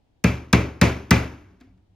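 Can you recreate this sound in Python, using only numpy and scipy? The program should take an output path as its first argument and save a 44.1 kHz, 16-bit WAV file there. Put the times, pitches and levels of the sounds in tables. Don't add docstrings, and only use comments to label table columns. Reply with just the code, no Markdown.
import sys
import numpy as np
from scipy import signal
from scipy.fft import rfft, irfft, next_fast_len
from scipy.io import wavfile
from scipy.ndimage import uniform_filter1d

SR = 44100
rng = np.random.default_rng(int(sys.argv[2]) if len(sys.argv) > 2 else 0)


def wrap_up_sound(samples):
    columns = np.atleast_2d(samples).T
    tamed = np.clip(columns, -1, 1)
    steps = np.round(tamed * 32767).astype(np.int16)
    wavfile.write(sys.argv[1], SR, steps)


N = 85995


def amp(db):
    return 10 ** (np.asarray(db) / 20)


def evened(x):
    return x / np.sqrt(np.mean(x ** 2) + 1e-20)


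def read(points, hz, axis=1):
    p = np.asarray(points, float)
    return np.interp(np.log(hz + 1), np.log(p[:, 0] + 1), p[:, axis])


def add(mix, start_s, sound):
    part = mix[round(start_s * SR):][:len(sound)]
    part += sound[:len(part)]


def swell(t, rise_s, t60_s):
    t = np.maximum(t, 0)
    return (1 - np.exp(-(t / rise_s) ** 2)) * amp(-60 * t / t60_s)


def pair(frames, same, size):
    hz = np.fft.rfftfreq(size, 1 / SR)
    a, b, c, d = rng.standard_normal((frames, len(hz), 4)).T
    left, other = a + 1j * b, c + 1j * d
    likeness = np.clip(read(same, hz), -1, 1)[:, None]
    right = likeness * left + np.sqrt(1 - likeness ** 2) * other
    return hz, np.array([left, right])


def ring(t, modes, chatter_s, detune):
    drive = rng.standard_normal(len(t)) * swell(t, chatter_s, 6 * chatter_s)
    shifts = 1 + detune * rng.standard_normal(len(modes))
    body = 0
    for (hz, db, t60_s), shift in zip(modes, shifts):
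        body = body + amp(db - 60 * t / t60_s) * np.sin(2 * np.pi * hz * shift * t)
    return signal.fftconvolve(drive / np.linalg.norm(drive), body)[:len(t)]


def room_tone():
    # (frequency [Hz], relative density [dB per Hz])
    air_colour = [(15, -45.5), (25, -15.5), (60, 2), (214, -15.5), (252, -9.5), (496, -20.5), (854, -19),
                  (1180, -33), (1600, -33), (3230, -33), (16500, -56)]
    # (frequency [Hz], likeness [0 to 1])
    air_same = [(60, 0.99), (180, 0.27), (500, 0.089), (16000, .1)]
    # (centre [Hz], relative level [dB], width [Hz])
    hum_bands = [(55, -4, 25), (97, 0, 18), (183, -7, 16)]
    # (time [s], level [dB])
    hum_level = [(0, -76), (.25, -103), (0.501, -72), (1.402, -58), (1.7, -56), (1.82, -58), (1.95, -67)]
    air_db = -65.5

    hz, z = pair(N // 256 + 5, air_same, size=1024)
    coloured = z * amp(read(air_colour, hz))[:, None]
    hiss = signal.istft(coloured, nperseg=1024, noverlap=768)[1][:, :N]
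    air = amp(air_db) * evened(hiss)

    f, noise = np.fft.rfftfreq(N, 1 / SR), rfft(rng.standard_normal(N))
    hum = 0
    for centre, db, width in hum_bands:
        band = irfft(noise / (1 + (2 * (f - centre) / width) ** 4), N)
        hum = hum + amp(db) * evened(band)
    return air + hum * amp(np.interp(np.arange(N) / SR, *np.transpose(hum_level)))


def room(level_db, tilt_db):
    # (frequency [Hz], level [dB], t60 [s])
    answer = [(60, -26, 0.79), (148, -13, 0.77), (300, -5.5, 0.21), (450, -8, 0.36), (800, -13, 0.45),
              (1475, -14, 0.45), (1900, -14.5, 0.39), (2250, -8.5, 0.34), (2970, -19.5, 0.39),
              (4000, -23.5, 0.36), (6300, -25.5, 0.38), (9500, -31.5, 0.27), (11000, -37, 0.52),
              (13000, -43.5, 0.34), (15000, -44.5, .3), (16500, -58.5, .3)]
    # (frequency [Hz], likeness [0 to 1])
    echo_same = [(100, .99), (300, .92), (700, .5), (1300, .6), (2400, .7), (4400, .8), (8000, .93),
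                 (15000, .93)]
    # (centre [Hz], width [Hz], boost [dB])
    resonances = [(395, 90, 6), (550, 60, 4.5), (1980, 60, 2.5), (2367, 37, 1.5), (2600, 70, 1.5)]
    rise_s, late_db, late_stretch = .0099, -22, 2.3
    patchy_db, flicker_db = .71, .68
    frames, size, hop = 700, 256, 64

    hz, z = pair(frames, echo_same, size)
    t, t60_s = np.arange(frames) * hop / SR, read(answer, hz, axis=2)[:, None]
    early_power = amp(-120 * t / t60_s)
    late_power = amp(2 * late_db - 120 * t / (late_stretch * t60_s))
    fall = np.sqrt(early_power + late_power)

    chance = rng.standard_normal((frames, len(hz)))
    smooth = uniform_filter1d(uniform_filter1d(chance, size=14, axis=0), size=3, axis=1)
    patches = evened(smooth).T
    flicker = evened(uniform_filter1d(chance[:, 0], size=4))
    uneven = amp(patchy_db * patches + flicker_db * flicker)
    both = np.array([z, z * fall * uneven])
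    plain, tail = signal.istft(both, nperseg=size, noverlap=size - hop)[1]

    f = np.fft.rfftfreq(tail.shape[1], 1 / SR)
    boost_db = sum(db / (1 + (2 * (f - c) / width) ** 2) for c, width, db in resonances)
    slope_db = tilt_db * np.log2(np.maximum(f, 500) / 2000)
    tail = irfft(rfft(tail) * amp(level_db + read(answer, f) + boost_db + slope_db), tail.shape[1])
    u = np.arange(tail.shape[1]) / SR
    return tail / plain.std() * (1 - np.exp(-(u / rise_s) ** 2)) * (u < .95)


def knock(t):
    # (frequency [Hz], level [dB], t60 [s])
    modes = [(254.3, 5.5, 0.24), (276.3, -2.5, 0.27), (706, -5.5, 0.082), (2700, -32, .3), (4740, -23, .1),
             (5140, -30, .1)]
    rise_s = .006
    return sum(amp(db) * swell(t, rise_s, t60_s) * np.sin(2 * np.pi * hz * t) for hz, db, t60_s in modes)


def thud(t):
    # (frequency [Hz], level [dB], t60 [s], direction of the first swing [+1 or -1])
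    modes = [(73.2, -9.3, .49, 1), (96.3, -15.4, .46, -1), (113, -2.4, .19, -1), (120.1, -9.6, .43, 1),
             (128.1, -18.8, .42, 1), (172.7, -9.1, .28, -1), (183.1, 5, .138, -1), (198.7, -10.4, .227, -1),
             (206.7, -3, .086, -1), (239.3, -2.4, .148, 1), (255.9, -19.5, .5, 1), (302.5, -14.9, .3, -1),
             (397.7, -25, .5, -1), (42, -24, .4, 1)]
    travel_s, rise_s = .00083, .010
    total = 0
    for hz, db, t60_s, way in modes:
        u = t - travel_s * np.sqrt(200 / hz)
        total = total + way * amp(db) * swell(u, rise_s, t60_s) * np.sin(2 * np.pi * hz * u)
    return total


def hammer_ring(t):
    # (frequency [Hz], level [dB], t60 [s])
    modes = [(2260, -3.5, .2), (2366, -3, 0.37), (2410, -5.5, .3), (2410, -3.5, 0.29), (2620, -3.5, 0.29)]
    return ring(t, modes, chatter_s=.00165, detune=.0022)


def clack(t):
    # (frequency [Hz], level [dB], t60 [s])
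    modes = [(597, -4, 0.047), (1243, -2.5, 0.018), (1642, 0, .03), (2056, -3, 0.1), (2376, -7, 0.18),
             (2713, -9, 0.09), (3410, -13, 0.067), (6270, -7, 0.042)]
    return ring(t, modes, chatter_s=.0033, detune=.022)


def tick(t):
    # (low [Hz], high [Hz])
    edges = [3500, 12000]
    rise_s, t60_s = .001, .009
    band = signal.butter(1, edges, "band", fs=SR, output="sos")
    hiss = signal.sosfilt(band, rng.standard_normal(len(t)))
    return 2 * hiss * swell(t, rise_s, t60_s)


def crack(t, tilt_db, body_db=0):
    # (centre [Hz], relative level [dB], rise [s], t60 [s])
    bands = [(378, 0.5, 0.0069, .05), (756, 1, 0.0059, 0.029), (1200, 4.5, 0.0059, 0.059),
             (2000, 4, .003, 0.043), (3000, -6.5, 0.0037, 0.056), (4440, -2, 0.0013, 0.038),
             (5840, 1, 0.00065, 0.016), (8750, -2, .001, .02), (11500, -2.5, 0.003, 0.018),
             (14200, -18.5, 0.0015, 0.007), (16500, -16.5, .001, 0.011)]
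    body_hz = 1000
    z, hz = rfft(rng.standard_normal(len(t))), np.fft.rfftfreq(len(t), 1 / SR)
    centres = np.log([row[0] for row in bands])
    total = 0
    for one, (f, db, rise_s, t60_s) in zip(np.eye(len(bands)), bands):
        share = np.interp(np.log(hz + 1), centres, one, 0)
        noise = evened(irfft(z * np.sqrt(share), len(t)))
        level_db = db + tilt_db * np.log2(f / 2000) + body_db * (f < body_hz)
        total = total + amp(level_db) * swell(t, rise_s, t60_s) * noise
    return total / 2


def scene():
    tap_times = [.2395, .5284, .8131, 1.1075]
    # (thud [dB], tick [dB], crack [dB], clack [dB], hammer ring [dB], room [dB],
    # brightness [dB per octave], extra body of the crack [dB])
    taps = [(-8, -16, -16.5, -27, -31, -1.5, -0.57, 8), (-6, -20, -9.5, -16.5, -29.5, 1.93, -1.3, 0.6),
            (-6, -21.5, -10.5, -20, -30, 3.93, -0.44, 3), (-5.5, -11, -9.5, -17.5, -34, 3.75, -0.35, 0.9)]
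    # (time [s], crack-like tick [dB], low note [dB])
    knocks = [(1.407, -63, -77), (1.505, -73, -74), (1.602, -60, -63), (1.6088, -51.5, -48),
              (1.670, -85, -52.5), (1.7744, -74, -69.5)]
    scatter_db, knock_room_db = -10, 11.5

    t, t_long = np.arange(SR // 2) / SR, np.arange(SR) / SR
    near, far = np.zeros(N), np.zeros((N, 2))
    for s, levels in zip(tap_times, taps):
        thud_db, tick_db, crack_db, clack_db, ring_db, room_db, tilt_db, body_db = levels
        add(near, s, amp(thud_db) * thud(t_long))
        add(near, s, amp(tick_db) * tick(t))
        add(near, s, amp(crack_db) * crack(t, tilt_db, body_db))
        add(near, s, amp(clack_db) * clack(t))
        add(near, s, amp(ring_db) * hammer_ring(t))
        scatter = amp(crack_db + scatter_db) * crack(t, tilt_db, body_db)
        add(far, s, scatter[:, None] * [1, -1])
        add(far, s, room(room_db, tilt_db).T)
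    for s, tick_db, note_db in knocks:
        add(near, s, amp(tick_db) * crack(t, 0) + amp(note_db) * knock(t))
        add(far, s, room(tick_db + knock_room_db, 0).T)
    return near + far.T + room_tone()


def record(dry):
    # (frequency [Hz], phase [radians])
    lead_table = [(0, 0), (430, .1), (690, -.6), (1890, .1), (4740, .4), (5250, 1), (6200, 1.3),
                  (8350, 3.1), (10200, 3.3), (11500, 4.6), (12400, 6.1), (16500, 6.6)]
    # (frequency [Hz], level difference [dB])
    louder = [(60, 0), (110, .4), (200, 1), (380, 2.5), (700, 2.8), (1290, 2.2), (2380, .5), (4400, -.2),
              (15000, .2)]
    edge_hz = 16900
    size = next_fast_len(N + 999)
    hz = np.fft.rfftfreq(size, 1 / SR)
    side = np.array([[.5], [-.5]])
    lead = np.interp(hz, *np.transpose(lead_table))
    response = np.exp(1j * side * lead) * amp(side * read(louder, hz))
    ports = irfft(rfft(dry, size) * response, size)[:, :N]
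    soft = 1.2 * np.tanh(ports / 1.2)
    lowpass = signal.firwin(511, edge_hz, window=("kaiser", 9), fs=SR)
    return signal.oaconvolve(soft, lowpass[None], "same")


dry = scene()
out = record(dry)
wrap_up_sound(out)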